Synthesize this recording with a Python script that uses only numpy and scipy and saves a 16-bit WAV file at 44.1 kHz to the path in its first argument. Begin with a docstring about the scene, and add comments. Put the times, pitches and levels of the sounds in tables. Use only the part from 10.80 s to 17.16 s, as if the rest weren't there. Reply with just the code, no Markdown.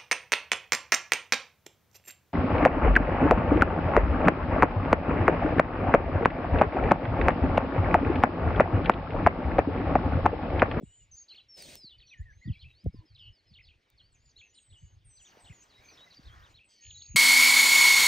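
"""Open bush at dawn: small birds in chorus, on a hand-held camera, the sound widened from mono to stereo.
Near birds are gliding sine whistles and trills of sliding chips, with echoes off trees and ground.
Far off lie a faint twitter of short notes and a steady noise hiss.
At the microphone, low noise makes light wind puffs, and sagging tones and snaps make bumps and ticks.
Close by, cloth swishes and rustles as shaped noise."""
import sys
import numpy as np
from scipy import signal
from scipy.fft import rfft, irfft, next_fast_len
from scipy.io import wavfile
from scipy.ndimage import uniform_filter1d

SR = 44100
rng = np.random.default_rng(int(sys.argv[2]) if len(sys.argv) > 2 else 0)


def int16_out(signal):
    """Quantize to a 16-bit WAV file."""
    q = np.round(np.clip(np.atleast_2d(signal).T, -1, 1) * 32767)
    wavfile.write(sys.argv[1], SR, q.astype(np.int16))


def gain_from_decibels(decibels):
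    """Convert decibel values to linear amplitude factors."""
    exponent = np.asarray(decibels, float) / 20
    return 10 ** exponent


N = 280476  # samples in the scene


def read(points, at):
    """Joins table points by straight lines on a log axis."""
    where, value = np.transpose(points)
    return np.interp(np.log(at + 1), np.log(where + 1), value)


def add(mix, s, sound):
    """Mixes a sound in at second s."""
    part = mix[max(round(s * SR), 0):][:len(sound)]
    part += sound[:len(part)]


def unit_rasp(count):
    """Smoothed noise of unit strength, for the roughness of breath."""
    rasp = uniform_filter1d(rng.standard_normal(count), size=48)
    return rasp / rasp.std()


def band_noise(low_hz, high_hz, order, count):
    """White noise passed through one band, at unit strength."""
    sos = signal.butter(order, [low_hz, high_hz], "bandpass", fs=SR, output="sos")
    out = signal.sosfilt(sos, rng.standard_normal(count))
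    return out / out.std()


def note(rows, db, edge_s=.004, waver_db=1.5, flutter_hz=55):
    """A near-pure whistle: rounded pitch corners, ends that fade, slightly unsteady breath."""
    s, hz = np.transpose(rows)
    t = np.arange(s[0] - edge_s, s[-1] + edge_s, 1 / SR)
    pitch = uniform_filter1d(np.interp(t, s, hz), size=70)
    waver = uniform_filter1d(rng.standard_normal(len(t)), size=200) * np.sqrt(200)
    pitch += 12 * np.roll(waver, len(t) // 2)  # the throat trembles by some Hz
    if 2300 < hz.mean() < 4400:  # middle voices flutter fast in pitch
        pitch += flutter_hz * np.sin(2 * np.pi * 170 * t)
    fade_s = 2 * edge_s + 0.057 * (s[-1] - s[0])  # long notes swell and die more slowly
    nearest_end_s = np.minimum(0.95 * (t - t[0]), t[-1] - t)
    ends = np.sin(np.pi / 2 * np.clip(nearest_end_s / fade_s, 0, 1))
    wave = np.sin(2 * np.pi * (np.cumsum(pitch) / SR + rng.random()))
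    return t[0], np.sqrt(2) * gain_from_decibels(db + waver_db * waver) * ends * wave


def shaped(shape, start, end, a_hz, b_hz, db, **voice):
    """A note stretched from a shape: pitch share 0 lies at a_hz, share 1 at b_hz."""
    when, way = np.transpose(shape)
    return note(np.transpose([start + when * (end - start), a_hz + way * (b_hz - a_hz)]), db, **voice)


# likeness of diffuse sound between left and right: f/Hz, likeness [0 to 1]
ALIKE = [(500, 1), (1000, 0.5), (1900, 0.62), (2300, 0.85)]


def noise(tone, level, patchy_db, size=512):
    """Two-channel noise with a spectrum, a level curve and drifting patches."""
    hop, bins = size // 4, size // 2 + 1
    frames, hz = N // hop + 5, np.fft.rfftfreq(size, 1 / SR)
    a, b, c, d, patches = rng.standard_normal((frames, bins, 5)).T
    patches = uniform_filter1d(uniform_filter1d(patches, size=9, axis=0), size=9, axis=1)
    same = np.clip(read(ALIKE, hz), -1, 1)[:, None]
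    left, other = a + 1j * b, c + 1j * d
    z = np.array([left, same * left + np.sqrt(1 - same ** 2) * other])
    z *= gain_from_decibels(read(tone, hz)[:, None] + patchy_db * patches / patches.std())
    out = signal.istft(z, nperseg=size, noverlap=size - hop)[1][:, :N]
    return out / out.std() * gain_from_decibels(np.interp(np.arange(N) / SR, *np.transpose(level)))


# spectrum of the far hiss: f/Hz, relative level/dB per Hz
FAR_TONE = [(100, 0), (300, 5.5), (1000, -4), (2200, 1), (4500, -5), (6000, -12.5), (9000, -22),
            (15500, -32.5)]


def far_hiss():
    """Steady distant air: shaped noise at one level throughout."""
    return noise(FAR_TONE, [(0, -75), (N / SR, -75)], patchy_db=2.5)


def far_twitter(mix, db=-81, count=200):
    """Distant birds: many faint short notes at chance times and pitches."""
    for when, height, slide, length, size in rng.random((count, 5)):
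        s, hz = when * N / SR, 1800 * 2.8 ** height
        rows = [(s, hz), (s + .01 + 0.093 * length ** 2, hz * (0.9 + .17 * slide))]
        add(mix, *note(rows, db - 9 * size))


# puffs of wind on the microphone: start t/s, end t/s, level/dB
WIND = [(0.036, 0.09, -55), (0.239, 0.343, -56.5), (1.107, 1.282, -56.5), (1.36, 1.604, -56.5),
        (1.703, 1.971, -52), (2.135, 2.201, -49.5), (2.313, 2.514, -61.5), (2.681, 2.905, -59.5),
        (3.148, 3.611, -63.5), (3.863, 4.421, -57.5), (4.57, 5.085, -67.5), (5.379, 5.813, -57.5),
        (6.064, 6.373, -60.5)]
# spectrum of the puffs: f/Hz, relative level/dB per Hz
GUST_TONE = [(25, -34), (55, 15), (130, -13), (300, -62.5)]


def wind(calm_db=-76):
    """Low noise on the microphone: each puff rises and falls in about 30 ms out of a calm."""
    level = []
    for start, end, db in WIND:
        level += [(start - .03, calm_db), (start, db), (end, db), (end + 0.033, calm_db)]
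    return noise(GUST_TONE, level, patchy_db=4.0, size=1024)


def trill(start, end, hz, rate, db, climb_hz=0, steepness=1, slowing=0, uneven_db=3.5, sharp=1.2, rough=1):
    """A run of short chips of uneven strength, each sliding in pitch, swelling through the run."""
    t = np.arange(0, end - start, 1 / SR)
    beats = rate * t * (1 - slowing * t)  # a strong slowing turns the count, and the slides, back
    chip, back = beats % 1, (beats + .5) % 1
    middle = hz + np.linspace(0, climb_hz, len(t))
    reach_hz = steepness * 52000 / rate  # a chip slides from this far above the middle to as far below

    def stroke(u, span):
        pitch = middle + span * (1 - 2 * u)
        return np.sin(np.pi * u) ** (2 * sharp) * np.sin(2 * np.pi * np.cumsum(pitch) / SR)

    # a fainter stroke, sliding the other way, fills the gaps between chips
    wave = stroke(chip, reach_hz) + rough * gain_from_decibels(-11) * stroke(back, -.6 * reach_hz)
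    swell = signal.windows.tukey(len(t), .3) * np.linspace(.6, 1, len(t))
    size = gain_from_decibels(db + uneven_db * rng.standard_normal(64)[beats.astype(int)])
    return start, 2 * size * swell * wave * (1 + rough * 0.27 * unit_rasp(len(t)))


# one smooth, fast trill: start t/s, end t/s, f/Hz, chips at first [per s], level/dB,
# climb f/Hz, steepness [ratio], slowing [per s], unevenness level/dB
BUZZ = (0.01, 0.267, 7479.5, 226, -60, -420, 1.1, 0, 1.3)


def buzz(mix):
    """A high trill with neither breath rasp nor rebound strokes."""
    add(mix, *trill(*BUZZ, rough=0))


# knocks on the body: peak t/s, peak level/dB, f/Hz at the peak
BUMPS = [(.014, -42, 372), (0.028, -42.5, 420), (0.036, -34, 223), (1.045, -50.5, 220), (1.409, -32, 76.4),
         (1.665, -35, 114), (1.682, -28.5, 176), (1.706, -22.5, 122.2), (2.052, -37.5, 150),
         (2.064, -29.5, 395), (2.071, -20.5, 111.7), (2.147, -42, 262), (2.721, -50, 130),
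         (4.038, -43.5, 102), (4.572, -50, 480), (4.71, -42.5, 111), (5.396, -49.5, 219),
         (5.466, -42, 62.3), (6.312, -37, 72.3), (6.356, -26.5, 153)]


def bump(s, db, hz, rise=0.63, fall=1.21, sag=2.22, rumble_db=-16, rumble_cycles=1.78):
    """A soft knock on the body: a cycle or two whose pitch sags as it dies, inside a lumpy rumble."""
    u = np.arange(-3, 5, hz / SR)  # time in cycles
    shape = np.exp(-.5 * (u / np.where(u < 0, rise, fall)) ** 2)
    knock = shape * np.cos(2 * np.pi * sag * (1 - np.exp(-np.maximum(u, -2) / sag)))
    lumps = band_noise(hz / 2, hz * 1.593, 5, len(u))
    lumps *= gain_from_decibels(rumble_db) * np.exp(-.5 * (u / rumble_cycles) ** 2)
    start = s + u[0] / hz
    skip = max(round(-start * SR), 0)  # whatever falls before the scene begins
    return start, gain_from_decibels(db) * (knock + lumps)[skip:]


# an even slide: share of length, share of the way in pitch
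SLUR = [(0, 0), (1, 1)]
# start t/s, end t/s, first f/Hz, last f/Hz, level/dB
SLURS = [(0.053, 0.165, 2820, 3030, -73), (0.2, 0.232, 2920, 2840, -71.5), (0.315, 0.338, 6470, 5950, -56),
         (0.336, 0.36, 5920, 6380, -53.5), (0.368, 0.434, 6880, 6270, -53.5), (.485, .489, 4100, 4810, -56),
         (.489, .51, 4850, 3970, -53.5), (0.509, .535, 3960, 4290, -51.5), (.537, .541, 4540, 3200, -63),
         (0.54, 0.559, 4500, 2180, -61.5), (0.512, .532, 3310, 2520, -60), (0.537, 0.571, 2110, 3730, -62),
         (.578, .59, 2860, 3470, -53.5), (0.587, .605, 3420, 2690, -56.5),
         (0.603, 0.622, 3920, 4020, -62.5), (.964, 1.031, 5430, 4900, -56.5),
         (1.033, 1.085, 4910, 3950, -51), (1.089, 1.133, 3950, 3340, -59.5), (0.999, 1.1, 4140, 3950, -68),
         (1.093, 1.104, 2800, 3700, -63.5), (1.206, 1.23, 4240, 2900, -59.5),
         (1.203, 1.207, 1850, 4070, -60.5), (1.225, 1.269, 4380, 4500, -69),
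         (1.267, 1.323, 5780, 5890, -67.5), (1.292, 1.306, 4310, 3560, -59),
         (1.347, 1.406, 1890, 1702, -65.5), (1.406, 1.434, 1700, 2020, -64.5),
         (1.375, 1.424, 6450, 7540, -72.5), (1.456, 1.52, 1914, 1628, -60.5),
         (1.521, 1.538, 1623, 2295, -65.5), (1.501, 1.658, 5860, 6950, -77.5),
         (1.631, 1.68, 4200, 4900, -72), (1.657, 1.694, 1837, 1980, -63), (1.679, 1.713, 3600, 2530, -62.5),
         (1.732, 1.744, 4350, 3890, -63.5), (1.743, 1.787, 3250, 3400, -68.5),
         (1.762, 1.789, 2300, 2370, -65), (1.792, 1.815, 3900, 4470, -60.5),
         (1.813, 1.834, 3400, 2920, -60), (1.895, 1.954, 3910, 3730, -71.5),
         (1.948, 2.028, 4100, 5140, -68.5), (2.378, 2.389, 2625, 3800, -59.5),
         (2.918, 2.945, 2236, 2773, -69), (3.202, 3.217, 3380, 2890, -58), (3.198, 3.273, 3950, 4760, -70),
         (3.323, 3.365, 7970, 6080, -71), (3.372, 3.44, 6200, 7200, -78.5), (3.563, 3.584, 3800, 4370, -56),
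         (3.578, 3.586, 2670, 3000, -69), (3.727, 3.803, 2890, 3110, -75), (3.744, 3.752, 5300, 4590, -67),
         (3.74, 4.09, 8670, 7000, -69.5), (3.925, 3.94, 2800, 3810, -63.5), (4.019, 4.127, 2875, 3050, -78),
         (4.248, 4.506, 8840, 6170, -64), (4.368, 4.388, 5020, 3860, -64.5),
         (4.397, 4.425, 3400, 2580, -65.5), (4.597, 4.848, 8370, 6000, -65),
         (4.803, 4.844, 6400, 7670, -63), (4.9, 4.914, 4720, 3870, -65.5),
         (4.945, 5.003, 3873, 3800, -64.5), (4.974, 4.998, 1990, 2200, -66.5),
         (5.206, 5.249, 3766, 3880, -56.5), (5.268, 5.285, 2070, 2000, -62),
         (5.491, 5.546, 3100, 3390, -66), (5.33, 5.338, 4800, 3100, -63), (5.342, 5.349, 3140, 5250, -59),
         (5.356, 5.367, 5350, 4380, -64), (5.456, 5.46, 3580, 4350, -61), (5.465, 5.492, 4300, 3105, -61),
         (5.743, 5.763, 3800, 4340, -60.5), (5.844, 5.956, 8190, 7600, -72), (5.96, 6.057, 2240, 2283, -78),
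         (5.985, 6.103, 1916, 1760, -75), (6.19, 6.208, 3770, 3580, -65.5)]


def slurs(mix):
    """Whistles that slide straight from one pitch to another."""
    for row in SLURS:
        add(mix, *shaped(SLUR, *row))


# one bird repeats the same slow trill: start t/s, end t/s, level/dB
REELS = [(0.324, .455, -73), (1.692, 1.856, -73), (3.379, 3.533, -71.5), (6.145, 6.3, -75)]


def reels(mix):
    """A slow trill at one pitch and chip rate."""
    for start, end, db in REELS:
        add(mix, *trill(start, end, 4780, 54.5, db))


# level of the rustle: t/s, level/dB
RUSTLE = [(.35, -100), (0.548, -68.5), (.75, -100), (4.2, -100), (4.503, -62.5), (4.901, -67), (5.151, -60),
          (5.38, -66), (5.58, -62.5), (5.72, -64.5), (5.9, -100)]
# spectrum of the rustle: f/Hz, relative level/dB per Hz
RUSTLE_TONE = [(200, -1.5), (700, -3.5), (1600, -2.5), (3000, -9.5), (6000, -12), (9000, -26),
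               (14000, -26.5)]


def rustle():
    """Cloth rustling close by: patchy shaped noise that comes and goes."""
    return noise(RUSTLE_TONE, RUSTLE, patchy_db=3.0)


# darts to a far pitch, then eases part of the way back: share of length, share of the way in pitch
SCOOP = [(0, 0.13), (.45, 0.94), (1, .75)]
# start t/s, end t/s, f/Hz at share 0, f/Hz at share 1, level/dB
SCOOPS = [(0.49, 0.513, 4200, 2780, -64), (1.104, 1.161, 3710, 2860, -59.5),
          (1.23, 1.245, 2910, 2430, -63.5), (1.326, 1.347, 3680, 2760, -60.5),
          (3.937, 3.996, 3600, 2824, -63.5), (3.97, 4.161, 6120, 6540, -75.5)]


def scoops(mix):
    """Whistles that dart away in pitch and ease back."""
    for row in SCOOPS:
        add(mix, *shaped(SCOOP, *row))


# slides gently, then breaks away: share of length, share of the way in pitch
DROP = [(0, 0.0032), (.62, 0.27), (1, 0.98)]
# start t/s, end t/s, f/Hz at share 0, f/Hz at share 1, level/dB
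DROPS = [(1.184, 1.201, 4700, 3000, -60), (1.268, 1.284, 4550, 2970, -62.5),
         (1.311, 1.348, 2600, 1846, -55), (0.558, 0.577, 4500, 3550, -56), (.688, .854, 5535, 3990, -55),
         (2.839, 2.859, 4500, 3250, -64.5), (3.179, 3.198, 4600, 2930, -63.5),
         (3.444, 3.522, 7200, 5814, -71.5), (3.576, 3.713, 6740, 5820, -71),
         (3.773, 3.792, 4110, 2720, -58), (4.299, 4.503, 6100, 5780, -68.5),
         (4.916, 4.945, 4130, 2800, -67), (5.041, 5.166, 6420, 5000, -64.5), ]


def drops(mix):
    """Whistles that almost hold, then fall faster."""
    for row in DROPS:
        add(mix, *shaped(DROP, *row))


# level of the swish: t/s, level/dB
SWISH = [(0.722, -100), (0.778, -52.5), (0.942, -50.5), (1.0, -67), (1.1, -100)]
# spectrum of the swish: f/Hz, relative level/dB per Hz
SWISH_TONE = [(150, -2.5), (600, -3), (1100, -19.5), (2500, -9), (5000, -9.5), (9000, -9.5), (11000, -33.5),
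              (13500, -21.5)]


def swish():
    """Cloth swishing close by: shaped noise that swells once, holds, then dies away."""
    return noise(SWISH_TONE, SWISH, patchy_db=1.9)


# snaps close to the microphone: t/s, level/dB
TICKS = [(0.824, -26.5), (0.955, -27.5), (2.042, -52.5), (3.102, -48),]


def tick(s, db):
    """A tiny dry snap: noise that dies within a few milliseconds."""
    t = np.arange(130) / SR
    return s, gain_from_decibels(db) * .5 * rng.standard_normal(len(t)) * np.exp(-t / 0.00057)


# flicks up to its top, then falls: share of length, share of the way in pitch
HOOK = [(0, 0.77), (.4, 0.011), (1, 1.0)]
# start t/s, end t/s, f/Hz at share 0, f/Hz at share 1, level/dB
HOOKS = [(1.615, 1.657, 2153, 1830, -62.5), (3.7, 3.833, 7000, 6650, -73.5),
         (4.415, 4.444, 8110, 7200, -63), (4.445, 4.486, 3760, 2680, -64), (5.084, 5.105, 4840, 4110, -59),
         (5.369, 5.386, 4780, 4490, -56.5), (5.623, 5.678, 4000, 2650, -66)]


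def hooks(mix):
    """Whistles that flick up and fall."""
    for row in HOOKS:
        add(mix, *shaped(HOOK, *row))


# leaps, tumbles, bounces: share of length, share of the way in pitch
TUMBLE = [(0, .55), (.09, 0), (.17, .28), (.36, .53), (.45, 1.0), (.72, .55), (.86, .97), (1, 1.05)]
# start t/s, end t/s, f/Hz at share 0, f/Hz at share 1, level/dB
TUMBLES = [(4.674, 4.732, 3700, 2050, -60), (1.715, 1.765, 3450, 2300, -60.5),
           (2.766, 2.819, 3750, 2050, -58), (2.868, 2.92, 4450, 2500, -62.5)]


def tumbles(mix):
    """Whistles that leap, tumble down and bounce."""
    for row in TUMBLES:
        add(mix, *shaped(TUMBLE, *row))


# leaps, plunges, settles: share of length, share of the way in pitch
PLUNGE = [(0, .7), (.12, 0.032), (.2, .3), (.37, .62), (.42, .43), (.5, 1.0), (.72, .83), (1, .83)]
# one phrase repeated over the same range: start t/s, end t/s, level/dB
PLUNGES = [(1.813, 1.875, -58.5), (3.586, 3.645, -58), (5.764, 5.824, -61.5)]


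def plunges(mix):
    """A whistled phrase that leaps, plunges and settles low."""
    for start, end, db in PLUNGES:
        add(mix, *shaped(PLUNGE, start, end, 4400, 2300, db))


# start t/s, end t/s, f/Hz, chips [per s], level/dB
TRILLS = [(1.874, 1.919, 2630, 110, -60.5), (3.645, 3.68, 2620, 106, -59), (5.821, 5.864, 2600, 105, -63),
          (5.877, 6.135, 5180, 110, -73), (6.312, 6.35, 2530, 72, -62.5)]
# two more; after the level: climb f/Hz, steepness [ratio], slowing [per s; below 0 quickens],
# unevenness level/dB, chip sharpness [exponent]
PIPS = (5, 5.124, 2250.5, 55.5, -62.5, 200, 0.2, -1, 3, .5)
RATTLE = (6, 6.29, 2450.5, 101.5, -54.5, 2149, 3.5, 3, 2.5, 3)


def trills(mix):
    """Rough-breathed trills with rebound strokes; the last two climb in pitch."""
    for row in TRILLS + [PIPS, RATTLE]:
        add(mix, *trill(*row))


# a falling whistle that flicks up first: t/s from its start, f/Hz
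REFRAIN = [(0, 5048.5), (.013, 5241), (.05, 4503.5), (.07, 4353), (.08, 3997)]
# one bird's calls of it: start t/s, level/dB
REFRAINS = [(2.128, -72.5), (2.255, -73), (2.387, -72), (2.526, -71), (2.669, -70.5), (2.822, -69.5)]


def refrains(mix):
    """One bird repeating the same short whistle."""
    for s, db in REFRAINS:
        add(mix, *note(np.add(REFRAIN, (s, 0)), db))


# faint, brief tones after the hardest knock: start t/s, end t/s, first f/Hz, last f/Hz, level/dB
AFTER_TONES = [(2.151, 2.236, 1045, 993, -74), (2.207, 2.259, 311, 324, -66.5)]


def after_tones(mix):
    """Faint low tones of very unsteady level."""
    for row in AFTER_TONES:
        add(mix, *shaped(SLUR, *row, waver_db=4.5))


# start t/s, end t/s, middle f/Hz at first, middle f/Hz at last, level/dB
ZIGZAGS = [(2.348, 2.37, 4450, 3390, -59.5), (3.75, 3.769, 4250, 3730, -66),
           (3.9, 3.918, 3950, 3640, -66.5), (5.173, 5.206, 3750, 3350, -59),
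           (5.305, 5.332, 4450, 4010, -60), (5.43, 5.445, 4300, 4400, -66),
           (5.695, 5.73, 7300, 6840, -72.5)]


def zigzag(start, end, first_hz, last_hz, db):
    """A slur thrown quickly down and up in pitch."""
    s = np.arange(start, end, .0005)
    swing = signal.sawtooth(2 * np.pi * ((s - start) / .013 + .5), .5)  # one swing in 13 ms
    middle = np.linspace(first_hz, last_hz, len(s))
    return note(np.transpose([s, middle + 453 * swing]), db)


# drops at once, then lies nearly level: share of length, share of the way in pitch
SETTLE = [(0, 0), (.09, .7), (.4, 1), (1, .9)]
# one note: start t/s, end t/s, f/Hz at share 0, f/Hz at share 1, level/dB
QUAVER = (2.389, 2.5, 3849.5, 2899.5, -54.5)


def quaver(mix):
    """A note that drops and settles, with a wide, fast flutter in pitch."""
    add(mix, *shaped(SETTLE, *QUAVER, flutter_hz=150))


# flicks up, dives, levels out: share of length, share of the way in pitch
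DIVE = [(0, .65), (.32, 0.016), (.5, .75), (1, 1.0)]
# start t/s, end t/s, f/Hz at share 0, f/Hz at share 1, level/dB
DIVES = [(2.738, 2.764, 4600, 2760, -59), (4.646, 4.676, 4400, 2760, -60.5)]


def dives(mix):
    """Whistles that flick up, then dive."""
    for row in DIVES:
        add(mix, *shaped(DIVE, *row))


# hollow moments of the rustle: start t/s, end t/s, f/Hz, level/dB
FOLDS = [(4.48, 4.74, 790, -64.5), (5.4, 5.762, 1440, -59.5)]


def fold(start, end, hz, db):
    """Air pocket in the cloth: the rustle gathers round one broad pitch."""
    size = round((end - start) * SR)
    return start, gain_from_decibels(db) * band_noise(hz / 1.27, hz * 1.21, 2, size) * np.hanning(size)


# tones of a hoarse, throbbing call: start t/s, end t/s, first f/Hz, last f/Hz, level/dB
HOARSE = [(5.89, 6.13, 4780, 4050, -70.5), (5.885, 5.995, 6350, 6000, -75.5),
          (5.89, 6.06, 3260, 2900, -76.5), (6.205, 6.315, 3000, 2300, -73)]


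def hoarse(start, end, first_hz, last_hz, db):
    """A slur broken up by a fast throb and smeared by a rasp of breath."""
    s, sound = note([(start, first_hz), (end, last_hz)], db, waver_db=1)
    t = s + np.arange(len(sound)) / SR
    throb = gain_from_decibels(1.5 * np.sin(2 * np.pi * 110 * t))  # 1.5 dB either way, 110 times a second
    return s, sound * throb * (1 + 0.78 * unit_rasp(len(sound)))


# one long high whistle that wavers in pitch: t/s, f/Hz
WHISTLE = [(6.008, 6370), (6.06, 6790), (6.245, 6545), (6.31, 6700), (6.361, 6620)]


def whistle(mix):
    """A long whistle of nearly steady level."""
    add(mix, *note(WHISTLE, -56, waver_db=-0.4))


def chorus():
    """Every near bird note, over the far twitter."""
    birds = np.zeros(N)
    for sing in (far_twitter, buzz, slurs, reels, scoops, drops, hooks, tumbles, plunges,
                 trills, refrains, quaver, dives, whistle):
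        sing(birds)
    for row in ZIGZAGS:
        add(birds, *zigzag(*row))
    for row in HOARSE:
        add(birds, *hoarse(*row))
    return birds


def bush(x, t60=0.19):
    """Scattered echoes from trees and ground, differing from side to side."""
    t = np.arange(SR // 2) / SR
    hits = rng.standard_normal((2, len(t))) * (rng.random((2, len(t))) < .3)
    taps = hits * gain_from_decibels(-60 * t / t60) * (t > .01)
    taps[1] = 1.4 * taps[0] + 0.27 * taps[1]
    taps /= np.linalg.norm(taps, axis=1, keepdims=True)
    return signal.fftconvolve(x[None], taps, axes=1)[:, :N]


def handling():
    """Bumps, ticks, hollow folds of cloth and the tones after the hardest knock."""
    hand = np.zeros(N)
    for source, rows in ((bump, BUMPS), (tick, TICKS), (fold, FOLDS)):
        for row in rows:
            add(hand, *source(*row))
    after_tones(hand)
    return hand


def scene():
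    """Birds with their echoes, far hiss, wind, handling and cloth."""
    birds = chorus()
    air = far_hiss() + wind()
    cloth = swish() + rustle()
    return birds + gain_from_decibels(-11.0) * bush(birds) + handling() + air + cloth


# stereo spreader: f/Hz, phase by which left leads right [radians]
LEAD = [(500, -.58), (800, .7), (1400, 2.4), (2100, .35), (3000, .75), (5600, .2), (6800, .5), (7450, 3.1),
        (8300, 5.9), (9500, 5.1), (10400, 3.2), (12200, 3.0), (13300, .2)]


def spread(dry):
    """A stereo spreader turns left and right apart in phase, by frequency; both band ends are limited."""
    size = next_fast_len(N)
    hz = np.fft.rfftfreq(size, 1 / SR)
    edge = (hz < 15750) * hz ** 2 / (hz ** 2 + 20 ** 2)
    turn = np.exp(.5j * read(LEAD, hz))  # half the lead on each side
    return irfft(rfft(dry, size) * edge * np.array([turn, 1 / turn]), size)[:, :N]


def top_cut(x):
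    """Nothing passes above the cut-off."""
    return signal.sosfilt(signal.butter(12, 15890, fs=SR, output="sos"), x)


def record(dry):
    """The finished mix: the scene spread to stereo and limited in band."""
    mix = spread(dry)
    return top_cut(mix)


dry = scene()
out = record(dry)
int16_out(out)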